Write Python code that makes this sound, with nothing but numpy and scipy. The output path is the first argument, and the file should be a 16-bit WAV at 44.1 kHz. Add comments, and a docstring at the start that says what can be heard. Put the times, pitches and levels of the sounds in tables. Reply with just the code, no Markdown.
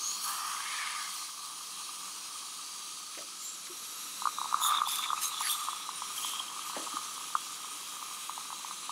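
"""A dental suction tube hisses close to an open mouth: turbulent noise coloured by tip, gap and mouth.
Its hollow, a resonator driven by air and bubbles, hums near 1.2 kHz; beads of water pop as decaying sines.
Halfway through, the tip dips into pooled water and slurps as resonant rattles, amid short puffs of spray.
A rush of air and fuzzy whistles are bands of noise; a few dull knocks ring over the ventilation's hum."""
import sys
import numpy as np
from scipy import signal
from scipy.fft import rfft, irfft, next_fast_len
from scipy.io import wavfile
from scipy.ndimage import uniform_filter1d

SR = 44100
rng = np.random.default_rng(int(sys.argv[2]) if len(sys.argv) > 2 else 0)


def waveform_to_disk(signal):
    """Save audio, clipped to [-1, 1], as 16-bit WAV at the path in sys.argv[1]."""
    frames = np.transpose(np.atleast_2d(signal))
    scaled = np.clip(frames, -1, 1) * 32767
    samples = np.round(scaled).astype(np.int16)
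    wavfile.write(sys.argv[1], SR, samples)


N = 392931
TIME = np.arange(N) / SR
# frames of 128 samples and the bins of a 512-point transform
FRAME_S = np.arange(N // 128 + 5)[:, None] * 128 / SR
BIN_HZ = np.fft.rfftfreq(512, 1 / SR)


def amp(db):
    """Decibel law: amplitude ratio of a level."""
    return 10 ** (np.asarray(db) / 20)


def evened(x):
    """Normalisation to unit root-mean-square."""
    return x / np.sqrt(np.mean(x ** 2) + 1e-20)


def curve(rows, t):
    """Linear interpolation of rows (s, value) in time."""
    rows = np.asarray(rows, float)
    return np.interp(t, rows[:, 0], rows[:, 1])


def read(points, hz):
    """Interpolation of a spectrum in dB on a log-frequency axis."""
    f, db = np.transpose(points)
    return np.interp(np.log(hz + 1), np.log(f + 1), db)


def bell(x, centre, width):
    """Gaussian that falls to 1/e at one width from its centre."""
    return np.exp(-((x - centre) / width) ** 2)


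def add(mix, s, sound):
    """Superposition: adds the sound to the mix in place, from time s."""
    part = mix[max(round(s * SR), 0):][:len(sound)]
    part += sound[:len(part)]


def colour(x, points):
    """Minimum-phase filtering: a causal filter with the given spectrum."""
    log_gain = np.log(amp(read(points, abs(np.fft.fftfreq(8192, 1 / SR)))))
    # the Hilbert transform of the log gain supplies the phase
    taps = np.fft.ifft(np.exp(np.conj(signal.hilbert(log_gain)))).real[:4096]
    return signal.oaconvolve(x, taps)[:len(x)]


def resonate(x, hz, width):
    """Heterodyne resonance: a two-pole low-pass in a frame that turns at the pitch hz."""
    turn = np.exp(2j * np.pi * np.cumsum(hz * np.ones(len(x))) / SR)
    r = np.exp(-np.pi * abs(width) / SR)
    return (turn * signal.lfilter([(1 - r) ** 2], [1, -2 * r, r * r], x / turn)).real


def drift(size, channels=1):
    """Smoothed chance over size frames and, if channels > 1, over that many bins."""
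    z = rng.standard_normal((len(FRAME_S), len(BIN_HZ) if channels > 1 else 1))
    return evened(uniform_filter1d(uniform_filter1d(z, size, 0), channels, 1))


def turbulence(shape_db, flicker_db):
    """Turbulent noise of unit level by short-time synthesis; its colour follows shape_db by frame."""
    gain = amp(shape_db)
    gain = gain / np.sqrt((gain ** 2).sum(1, keepdims=True))
    gain = gain * amp(flicker_db)
    z = rng.standard_normal(gain.shape) + 1j * rng.standard_normal(gain.shape)
    return evened(signal.istft((z * gain).T, nperseg=512, noverlap=384)[1][:N])


def droplets(per_s, spread_db):
    """Random impulses of either sign, a few of them much larger than the rest."""
    size = amp(spread_db * np.minimum(rng.exponential(1, N), 3))
    return evened(size * rng.choice([-1, 1], N) * (rng.random(N) < per_s / SR))


# colour of the ventilation: frequency_hz, relative level_db per Hz
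VENT_COLOUR = [(25, -49), (45, -33), (80, -25), (100, -16.5), (145, -5.5), (175, -6.5), (193, 3.5),
               (215, -8), (270, -0.5), (305, -1), (400, -4.5), (650, -8), (1500, -0.5), (2500, -18.5),
               (6000, -24)]
# slow swell of the ventilation: time_s, level_db
VENT_LEVEL = [(0, -58), (1.3, -62), (1.85, -58.5), (3.3, -60.5), (4.3, -56), (5.5, -58.5), (6.2, -55),
              (7.5, -57), (8.9, -57.5)]


def ventilation():
    """Broadband flow noise, coloured by a fixed spectrum, with a slowly swelling level."""
    return amp(curve(VENT_LEVEL, TIME)) * evened(colour(rng.standard_normal(N), VENT_COLOUR))


# dull knocks and small ticks around the chair:
# start_s, level_db, pitch_hz, width_hz, t60_s, rise_s
KNOCKS = [(3.148, -45, 2216, 1500, 0.062, .001), (3.172, -43.5, 597, 140, 0.19, .008),
          (3.17, -49.5, 326, 159, 0.24, .006), (3.176, -41, 2060, 1500, .08, 0.0024),
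          (3.667, -44, 1910, 1400, 0.065, .002), (3.695, -37, 344, 60, 0.11, 0.014),
          (6.751, -42.5, 1700, 1600, 0.25, 0.0022), (6.765, -39, 580, 380, 0.28, 0.00074),
          (6.764, -41, 820, 160, 0.14, .001), (6.77, -42, 315, 110, 0.3, 0.0025),
          (6.937, -39, 298, 200, .06, 0.0018)]


def knocks(direct_db=4, direct_ring=.5):
    """Impact and reverberation: a brief ring of the struck thing, then the room's decaying noise."""
    out, t = np.zeros(N), np.arange(SR // 3) / SR
    for s, db, hz, width, t60, rise in KNOCKS:
        # drop the first half, where the resonance is still building up
        body = evened(resonate(rng.standard_normal(2 * len(t)), hz, width)[len(t):])
        body = body + amp(direct_db) * np.exp(-direct_ring * width * t) * np.sin(2 * np.pi * hz * t)
        fade = amp(-60 * t / t60) * (1 - np.exp(-t / rise))
        add(out, s, amp(db) * np.sqrt(np.mean(fade ** 2)) * evened(fade * body))
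    return signal.sosfilt(signal.butter(3, 200, "high", fs=SR, output="sos"), out)


# broader rush while the cheek is pulled aside: frequency_hz at rest, relative level_db per Hz
RUSH_COLOUR = [(600, -23), (1000, -19), (1400, -4.5), (1700, 7.5), (1900, -4), (2150, 8.5), (2500, -6),
               (3100, -1), (4500, -9), (8000, -50)]
# time_s, level_db
RUSH_LEVEL = [(.15, -68), (.24, -57), (.29, -49.5), (.55, -47), (.68, -42.5), (.8, -39), (.92, -41),
              (1.08, -47), (1.14, -59), (1.3, -57)]
# shift of that colour: time_s, centre_hz
RUSH_HZ = [(.2, 1410), (.5, 1730), (.75, 2130), (.9, 2040), (1.1, 1930)]


def rush(rest_hz=2000, patchy_db=3.0):
    """Flow noise of a wider gap; its spectrum scales up in pitch, then eases back a little."""
    shape = read(RUSH_COLOUR, BIN_HZ * rest_hz / curve(RUSH_HZ, FRAME_S))
    gate = (TIME > RUSH_LEVEL[0][0]) & (TIME < RUSH_LEVEL[-1][0])
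    return gate * amp(curve(RUSH_LEVEL, TIME)) * turbulence(shape, patchy_db * drift(size=6, channels=3))


# fuzzy whistles where air grazes an edge:
# peak_s, half_length_s, pitch_hz, glide_hz_per_s, level_db before the trim
WHISTLES = [(.078, 0.076, 6570, 3500, -35), (.11, 0.29, 4350, 0, -44), (.55, 0.49, 11250, -350, -55),
            (1.165, .06, 14000, 0, -52), (3.473, 0.073, 7350, 1800, -42.5), (3.448, .04, 12100, 0, -52),
            (3.952, 0.38, 11240, 0, -50.5), (4.649, .034, 6876, 0, -34.5), (5.256, .022, 6470, 0, -35.5),
            (5.46, .05, 10900, 3500, -36), (5.974, 0.034, 9200, -2000, -44), (6.67, .04, 11900, 0, -51),
            (7.724, 0.04, 9150, 0, -48)]
# the longer a whistle lasts, the more its pitch blurs
WHISTLE_WIDTH_HZ, WHISTLE_WANDER_HZ_PER_S = 290, 1100


def whistles(whistle_db=-1):
    """Edge tones: narrow bands of noise that swell, slide and fade."""
    out = np.zeros(N)
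    for s, half, hz, glide, db in WHISTLES:
        t = np.arange(max(s - 2 * half, 0), s + 2 * half, 1 / SR)
        width = WHISTLE_WIDTH_HZ + WHISTLE_WANDER_HZ_PER_S * half
        tone = evened(resonate(rng.standard_normal(len(t)), hz + glide * (t - s), width))
        add(out, t[0], amp(db + whistle_db) * bell(t, s, half) * tone)
    return out


# puffs of spray and spurts of air: peak_s, rise_s, fall_s, level_db before the trim,
# echo_peak_spacing_hz, treble_tilt_db_per_octave, singing_pitch_hz
SPRAYS = [(.265, 0.037, 0.098, -40, 1120, 0.5, 14400), (4.654, 0.036, 0.04, -31.5, 1720, 4.5, 10200),
          (4.73, 0.036, 0.07, -42.5, 1750, -8, 2410), (4.925, 0.049, 0.086, -36.5, 1270, -3.5, 13900),
          (5.037, .014, 0.026, -42, 1240, -12, 3500), (5.18, .02, 0.019, -44, 1270, -8, 3800),
          (5.249, 0.039, 0.039, -34.5, 1270, -2.5, 8600), (5.41, 0.015, .015, -39, 1780, -3.5, 7200),
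          (5.46, 0.027, 0.042, -36.5, 1540, -7.5, 4580), (5.51, 0.017, 0.035, -34, 1440, 8, 8600),
          (5.58, .084, .25, -46.5, 1440, -3, 8520), (6.26, 0.15, 0.099, -44, 1120, 1, 9800)]
# colour shared by the puffs: frequency_hz, relative level_db per Hz
SPRAY_COLOUR = [(900, -47), (1500, -11), (2400, -5.5), (3000, -3.5), (4800, -1.5), (5800, -1.5), (6700, 6),
                (7800, 0.5), (8700, 6), (9400, 0), (10400, 7), (11400, 3.5), (12600, 1.5), (15600, -4)]


def spray(spray_db=2.0, echo_db=3.0, sing_db=7, sing_width_hz=280, spit_db=-5, sputter_depth=2.0):
    """Jet noise, comb-coloured by its echo off the teeth and broken up by spitting drops."""
    out = np.zeros(N)
    patches_db = 3.8 * drift(size=8, channels=5) + 2.5 * drift(size=2, channels=9)
    air = turbulence(np.zeros((1, len(BIN_HZ))), patches_db)
    jet = air + amp(spit_db) * droplets(per_s=900, spread_db=3)
    for s, rise, fall, db, spacing_hz, tilt_db, sing_hz in SPRAYS:
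        t = np.arange(s - 2 * rise, s + 3 * fall, 1 / SR)
        level = np.where(t < s, np.exp(-abs((t - s) / rise) ** 3), bell(t, s, fall))
        hz = np.fft.rfftfreq(len(t), 1 / SR)
        shape = read(SPRAY_COLOUR, hz) + echo_db * np.cos(2 * np.pi * hz / spacing_hz)
        shape = shape + tilt_db * np.log2(np.maximum(hz, 2000) / 9000)
        shape = shape + sing_db * bell(hz, sing_hz, sing_width_hz)
        mist = evened(irfft(rfft(jet[round(t[0] * SR):][:len(t)]) * amp(shape), len(t)))
        # about 120 drops a second, each lifting the level for some 4 ms
        drops = rng.uniform(0, 1, len(t)) * (rng.random(len(t)) < 120 / SR)
        bursts = signal.lfilter([1], [1, -np.exp(-1 / (.004 * SR))], drops)
        sputter = evened(1 + sputter_depth * np.tanh(bursts))
        add(out, t[0], amp(db + spray_db) * level * sputter * mist)
    return out


# water rattling at the rim of the tip: start_s, length_s, level_db at the start, pitch_hz
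SLURPS = [(4.608, .175, -37, 3540), (4.846, 0.25, -37.5, 3520), (5.22, 0.045, -41.5, 3930),
          (5.319, 0.098, -42, 3480), (5.48, .05, -37.5, 3490), (5.578, 0.27, -47, 3430),
          (6.226, 0.17, -40.5, 3220)]
# drops snapping at the rim at set times: start_s, peak_db before the trim, pitch_hz
SNAPS = [(4.635, -22, 3750), (4.6624, -22, 3650), (4.7417, -26, 3710), (4.7726, -20, 3640),
         (5.037, -23.5, 3510), (5.4968, -23, 3320), (6.1787, -27.5, 3180), (6.3955, -24.5, 3220),
         (6.4822, -31.5, 3180)]
# each slurp catches quickly, weakens as the water drains, and lets go
SLURP_ATTACK_S, SLURP_SAG_DB_PER_S, SLURP_RELEASE_S = 0.015, 13, 0.027


def slurp(rattle_db=0.0, snap_db=-3, snap_s=0.002, width_hz=300):
    """Air-column resonance: water shreds at the rim and rings the short column in the tip."""
    drive = droplets(per_s=420, spread_db=2) + .6 * rng.standard_normal(N)
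    drive = signal.sosfilt(signal.butter(2, 1200, "high", fs=SR, output="sos"), drive)
    out, t = np.zeros(N), np.arange(SR // 2) / SR
    for s, length, db, hz in SLURPS:
        column = evened(resonate(drive[round(s * SR):][:len(t)], hz, width_hz))
        level = np.minimum(t / SLURP_ATTACK_S, 1) * bell(np.maximum(t, length), length, SLURP_RELEASE_S)
        add(out, s, amp(rattle_db + db - SLURP_SAG_DB_PER_S * t) * level * column)
    t = np.arange(SR // 40) / SR
    for s, db, hz in SNAPS:
        swell = t / snap_s * np.exp(1 - t / snap_s)
        add(out, s, amp(db + snap_db) * swell * np.sin(2 * np.pi * hz * t))
    return out


# further beads follow the dip at random; their strength follows the drive of the hollow
DIP_S, BEADS_PER_S, BEAD_OVER_DRIVE_DB, BEAD_SPREAD_DB = 4.25, 9, 11, 1
BEAD_HZ, BEAD_SPREAD_HZ = 1093, 60


def random_beads(count=80):
    """Random arrivals at uneven (gamma) intervals, as rows (start_s, peak_db, pitch_hz)."""
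    s = DIP_S + np.cumsum(rng.gamma(2, .5, count)) / BEADS_PER_S
    size, pitch = rng.uniform(-1, 1, (count, 2)).T * np.sqrt(3)  # unit deviation
    peak_db = curve(DRIVE, s) + BEAD_OVER_DRIVE_DB + BEAD_SPREAD_DB * size
    return list(zip(s, peak_db, BEAD_HZ + BEAD_SPREAD_HZ * pitch))


# beads of water popping in the tube at set times: start_s, peak_db before the trim, pitch_hz
POPS = [(4.2192, -25.5, 1030), (4.254, -16.5, 1140), (4.2708, -16, 1170), (4.3838, -23.5, 1150),
        (4.414, -21, 1050), (4.443, -28, 1087), (4.456, -26.5, 980), (4.5254, -20, 1060),
        (4.5424, -15, 1170), (4.6162, -25, 1046), (4.6474, -20, 1178), (4.7202, -19.5, 1200),
        (4.747, -21.5, 1220), (4.7835, -20.5, 1160), (4.8168, -15.5, 1155), (4.8718, -22.5, 1000),
        (5.1029, -19.5, 1190), (5.1302, -18, 1115), (5.1765, -26.5, 1140), (5.408, -22.5, 1040),
        (5.6843, -21, 1100), (5.7295, -26.5, 1117), (5.8896, -24.5, 1070), (6.0194, -24.5, 1076),
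        (6.2466, -27.5, 1040), (6.3343, -29.5, 1100), (6.4014, -30.5, 1030), (6.5918, -32, 1170),
        (6.6967, -29.5, 1070), (6.9682, -22.5, 1160), (7.3512, -14, 1170), (7.645, -32, 1100),
        (8.0252, -30, 1120), (8.294, -24.5, 1055), (8.3768, -28, 930), (8.5025, -30, 1080),
        (8.527, -27, 1020), (8.6459, -28.5, 1013), (8.709, -29.5, 1130), (8.893, -25.5, 1020)]


def pops(pop_db=-0.5, swell_s=0.0018, ring_hz=1228, ring_db=-15, ring_t60=0.12, echo_s=0.016, echo_db=-17):
    """Transient excitation: each bead blips, the hollow rings on and the far end of the tube echoes."""
    out, t = np.zeros(N), np.arange(SR // 8) / SR
    swell = (t / swell_s * np.exp(1 - t / swell_s)) ** 2.7  # a soft start keeps the blip round
    ring = amp(ring_db - 60 * t / ring_t60) * (1 - bell(t, 0, swell_s))
    since = t - swell_s
    for s, db, hz in list(POPS) + random_beads():
        phase, stray = rng.uniform(0, 2 * np.pi), rng.uniform(-1.1, 1, 2)
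        ring_turns = ring_hz * (1 + .02 * stray[0]) * since  # the water detunes the hollow a little
        blip = swell * np.sin(2 * np.pi * hz * since + phase)
        blip = blip + ring * np.sin(2 * np.pi * ring_turns + phase)
        add(out, s, amp(db + pop_db) * blip)
        add(out, s + echo_s * (1 + .1 * stray[1]), amp(db + pop_db + echo_db) * blip)
    # the small hollow gives no low notes
    return signal.sosfilt(signal.butter(5, 700, "high", fs=SR, output="sos"), out)


# colour of the hollow of the tube: frequency_hz, relative level_db per Hz
HOLLOW_COLOUR = [(200, -73), (500, -54), (700, -20.5), (900, -11.5), (1020, -6), (1130, -2.5), (1222, 3),
                 (1300, -3.5), (1400, -20), (1600, -18.5), (2000, -28.5), (2800, -72)]
# how hard the flow drives the hollow: time_s, level_db before the trim
DRIVE = [(0, -49.5), (.22, -49), (.29, -39), (.5, -39), (.66, -44.5), (.94, -43), (1.3, -51), (2.1, -50.5),
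         (3.6, -56), (4.35, -52.5), (4.7, -31.5), (4.88, -42), (5.25, -44.5), (5.65, -42.5), (5.85, -49),
         (7.0, -45), (7.35, -50.5), (8.91, -50.5)]
# bubbles as against smooth air in that drive: time_s, share (0-1)
WETNESS = [(0, 0.03), (.4, 0.07), (1.3, 0.64), (4.1, 0.1), (4.6, 0.47), (5.8, 0.28), (6.7, 0.55),
           (8.9, 0.52)]
# the pitch of the hollow drifts, highest near 3.3 s: time_s, peak_hz
HOLLOW_HZ = [(0, 1203), (.4, 1224), (1.2, 1206), (2.8, 1216), (3.3, 1265), (3.8, 1260), (4.4, 1240),
             (6, 1230), (8.9, 1217)]


def hollow(hum_db=0.45):
    """Cavity resonance: air and a stream of tiny bubbles keep the hollow of the tube ringing."""
    wet = np.clip(curve(WETNESS, TIME), 0, 1)
    smooth_air = np.sqrt(1 - wet) * rng.standard_normal(N)
    drive = smooth_air + np.sqrt(wet) * droplets(per_s=170, spread_db=2)
    ringing = signal.hilbert(colour(drive, HOLLOW_COLOUR), next_fast_len(N))[:N]
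    detune_hz = curve(HOLLOW_HZ, TIME) - 1222  # from the peak of its colour
    hum = (ringing * np.exp(2j * np.pi * np.cumsum(detune_hz) / SR)).real
    return amp(hum_db + curve(DRIVE, TIME)) * evened(hum)


def mouth_colour(size=300, channels=3, stretch=0.58):
    """Drifting modes: chance peaks and dips of the mouth's own air, bending with the gap."""
    slow = drift(size=size, channels=channels)
    bins = np.arange(len(BIN_HZ))
    bend = (curve(GAP, FRAME_S[:, 0]) / GAP[0][1]) ** stretch
    bent = np.array([np.interp(bins / b, bins, row) for b, row in zip(bend, slow)])
    return bent * (BIN_HZ > 4000)


# air drawn past the tip, held at the cheek: frequency_hz, relative level_db per Hz
HISS_CHEEK = [(880, -49), (1500, -29), (1790, -28.5), (2380, -11.5), (2700, -9.5), (3090, -10), (3580, -9),
              (4400, 5.5), (5350, -2.5), (6440, 0), (7460, -6), (8310, -1.5), (9810, -4.5), (11500, -14.5),
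              (15500, -10)]
# the same with the tip inside the mouth: frequency_hz, relative level_db per Hz
HISS_MOUTH = [(880, -21), (1500, -19), (1950, -3), (2830, 1), (3220, 3.5), (3480, -0.5), (3950, -0.5),
              (4310, -13), (4670, -7.5), (5150, -9.5), (5560, -5), (7760, -2), (8390, -8), (9440, -5.5),
              (15500, -25.5)]
# weight of the inside colour against the cheek colour: time_s, share (0-1)
INSIDE = [(0, 0.36), (3.2, 0.45), (4.2, 0.6), (6.0, 0.74), (6.8, 0.57), (8.9, 0.68)]
# how hard the suction draws air: time_s, hiss level_db before the trim
AIRFLOW = [(0, -40.5), (.3, -39), (.65, -40.5), (1.2, -41), (1.41, -44.5), (1.7, -42.5), (2.7, -43),
           (3.6, -44.5), (4.05, -42), (4.55, -42), (4.82, -44), (5.5, -41), (5.85, -44), (6.27, -39),
           (6.5, -43.5), (6.73, -41), (7.6, -43), (8.91, -43.5)]
# narrow resonances of the tip: pitch_hz, width_hz, lift_db
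TIP = [(3237, 330, 5), (3750, 390, 0.5), (4380, 580, 2.5), (5250, 360, 2), (5780, 250, 4.5), (6530, 370, 2),
       (8330, 150, 4.5), (9620, 240, 7), (10150, 270, 1), (10590, 740, 6.5), (11350, 370, 4),
       (12800, 400, 3), (14000, 500, 2.5)]
# the throat of the tip opens as it nears the water and shuts again:
# time_s, lift_db at 3.92 kHz (the band at 3.17 kHz sinks as much)
OPENING = [(0, -1), (.3, -3.5), (1.3, 1), (2.8, 1), (3.4, 2), (3.9, 4), (4.5, 7.5), (5.8, 4.5), (6.2, 0.5),
           (6.8, 0), (8.9, 4)]
# the gap between tip and cheek ripples the hiss; its deepest notch slides as the hand moves:
# time_s, notch_hz
GAP = [(0, 7550), (1.3, 7600), (2.15, 7530), (2.43, 8000), (2.65, 7250), (3.2, 7100), (3.55, 8700),
       (4.1, 9000), (5.75, 9350), (6.5, 8400), (7.3, 8550), (7.6, 9250), (8.1, 7550), (8.45, 7400),
       (8.9, 6535)]
# treble relative to the hiss, which the colour follows in part: time_s, level_db
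TREBLE = [(0, -10), (.3, -8), (.7, -20), (1.3, -13), (3.6, -16), (4.0, -8), (4.5, -11), (5.8, -11),
          (6.9, -14.5), (7.6, -11), (8.15, -7), (8.9, -15)]
CALM_DB, SWIRL_DB_PER_DB = -41.5, 0.67  # above this flow the hiss breaks into swirling treble flecks


def suction(hiss_db=0.12, usual_treble_db=-13, treble_follow=0.64, patchy_db=1.0, flutter_db=0.62,
            ripple_db=2, ripple_hz=1480, notch_db=3.0, notch_hz=190):
    """Turbulent flow noise: air tears past the tip, coloured by the place of the tip in the mouth."""
    inside = np.clip(curve(INSIDE, FRAME_S), 0, 1)
    shape = (1 - inside) * read(HISS_CHEEK, BIN_HZ) + inside * read(HISS_MOUTH, BIN_HZ)
    shape = shape - 50 * np.clip(1 - BIN_HZ / 880, 0, 1)  # the small tip radiates no bass
    shape = shape + sum(db * bell(BIN_HZ, hz, width / 2) for hz, width, db in TIP)
    shape = shape + curve(OPENING, FRAME_S) * (bell(BIN_HZ, 3920, 260) - bell(BIN_HZ, 3170, 260))

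    off_hz = BIN_HZ - curve(GAP, FRAME_S)
    comb = np.cos(np.pi * off_hz / ripple_hz) ** 4  # narrow dips between broad peaks
    shape = shape - ripple_db * (comb - comb.mean()) * bell(off_hz, -400, 2600)
    shape = shape - notch_db * bell(off_hz, 0, notch_hz)

    bright_db = np.clip(curve(TREBLE, FRAME_S) - usual_treble_db, -5, 6)
    shape = shape + treble_follow * bright_db * np.clip((BIN_HZ - 11000) / 700, 0, 1)
    shape = shape + 1.2 * mouth_colour()

    flicker = patchy_db * drift(size=30, channels=4) + flutter_db * drift(size=10)
    excess_db = np.maximum(curve(AIRFLOW, FRAME_S) - CALM_DB, 0)
    swirl_db = SWIRL_DB_PER_DB * excess_db * np.clip(BIN_HZ / 8000, 0, 2)
    flicker = flicker + swirl_db * drift(size=14, channels=6)
    return amp(hiss_db + curve(AIRFLOW, TIME)) * turbulence(shape, flicker)


def scene():
    """Superposition of the sources, the same in both channels."""
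    mouth = suction() + hollow() + rush() + pops() + slurp() + spray() + whistles()
    # small sources give no bass
    mouth = signal.sosfilt(signal.butter(2, 300, "high", fs=SR, output="sos"), mouth)
    mono = mouth + knocks() + ventilation()
    return np.array([mono, mono])


def record(dry):
    """Band limitation: a linear-phase low-pass at 15.72 kHz."""
    taps = signal.firwin(1023, 15720, window=("kaiser", 9), fs=SR)
    return signal.oaconvolve(dry, taps[None], "same")


dry = scene()
out = record(dry)
waveform_to_disk(out)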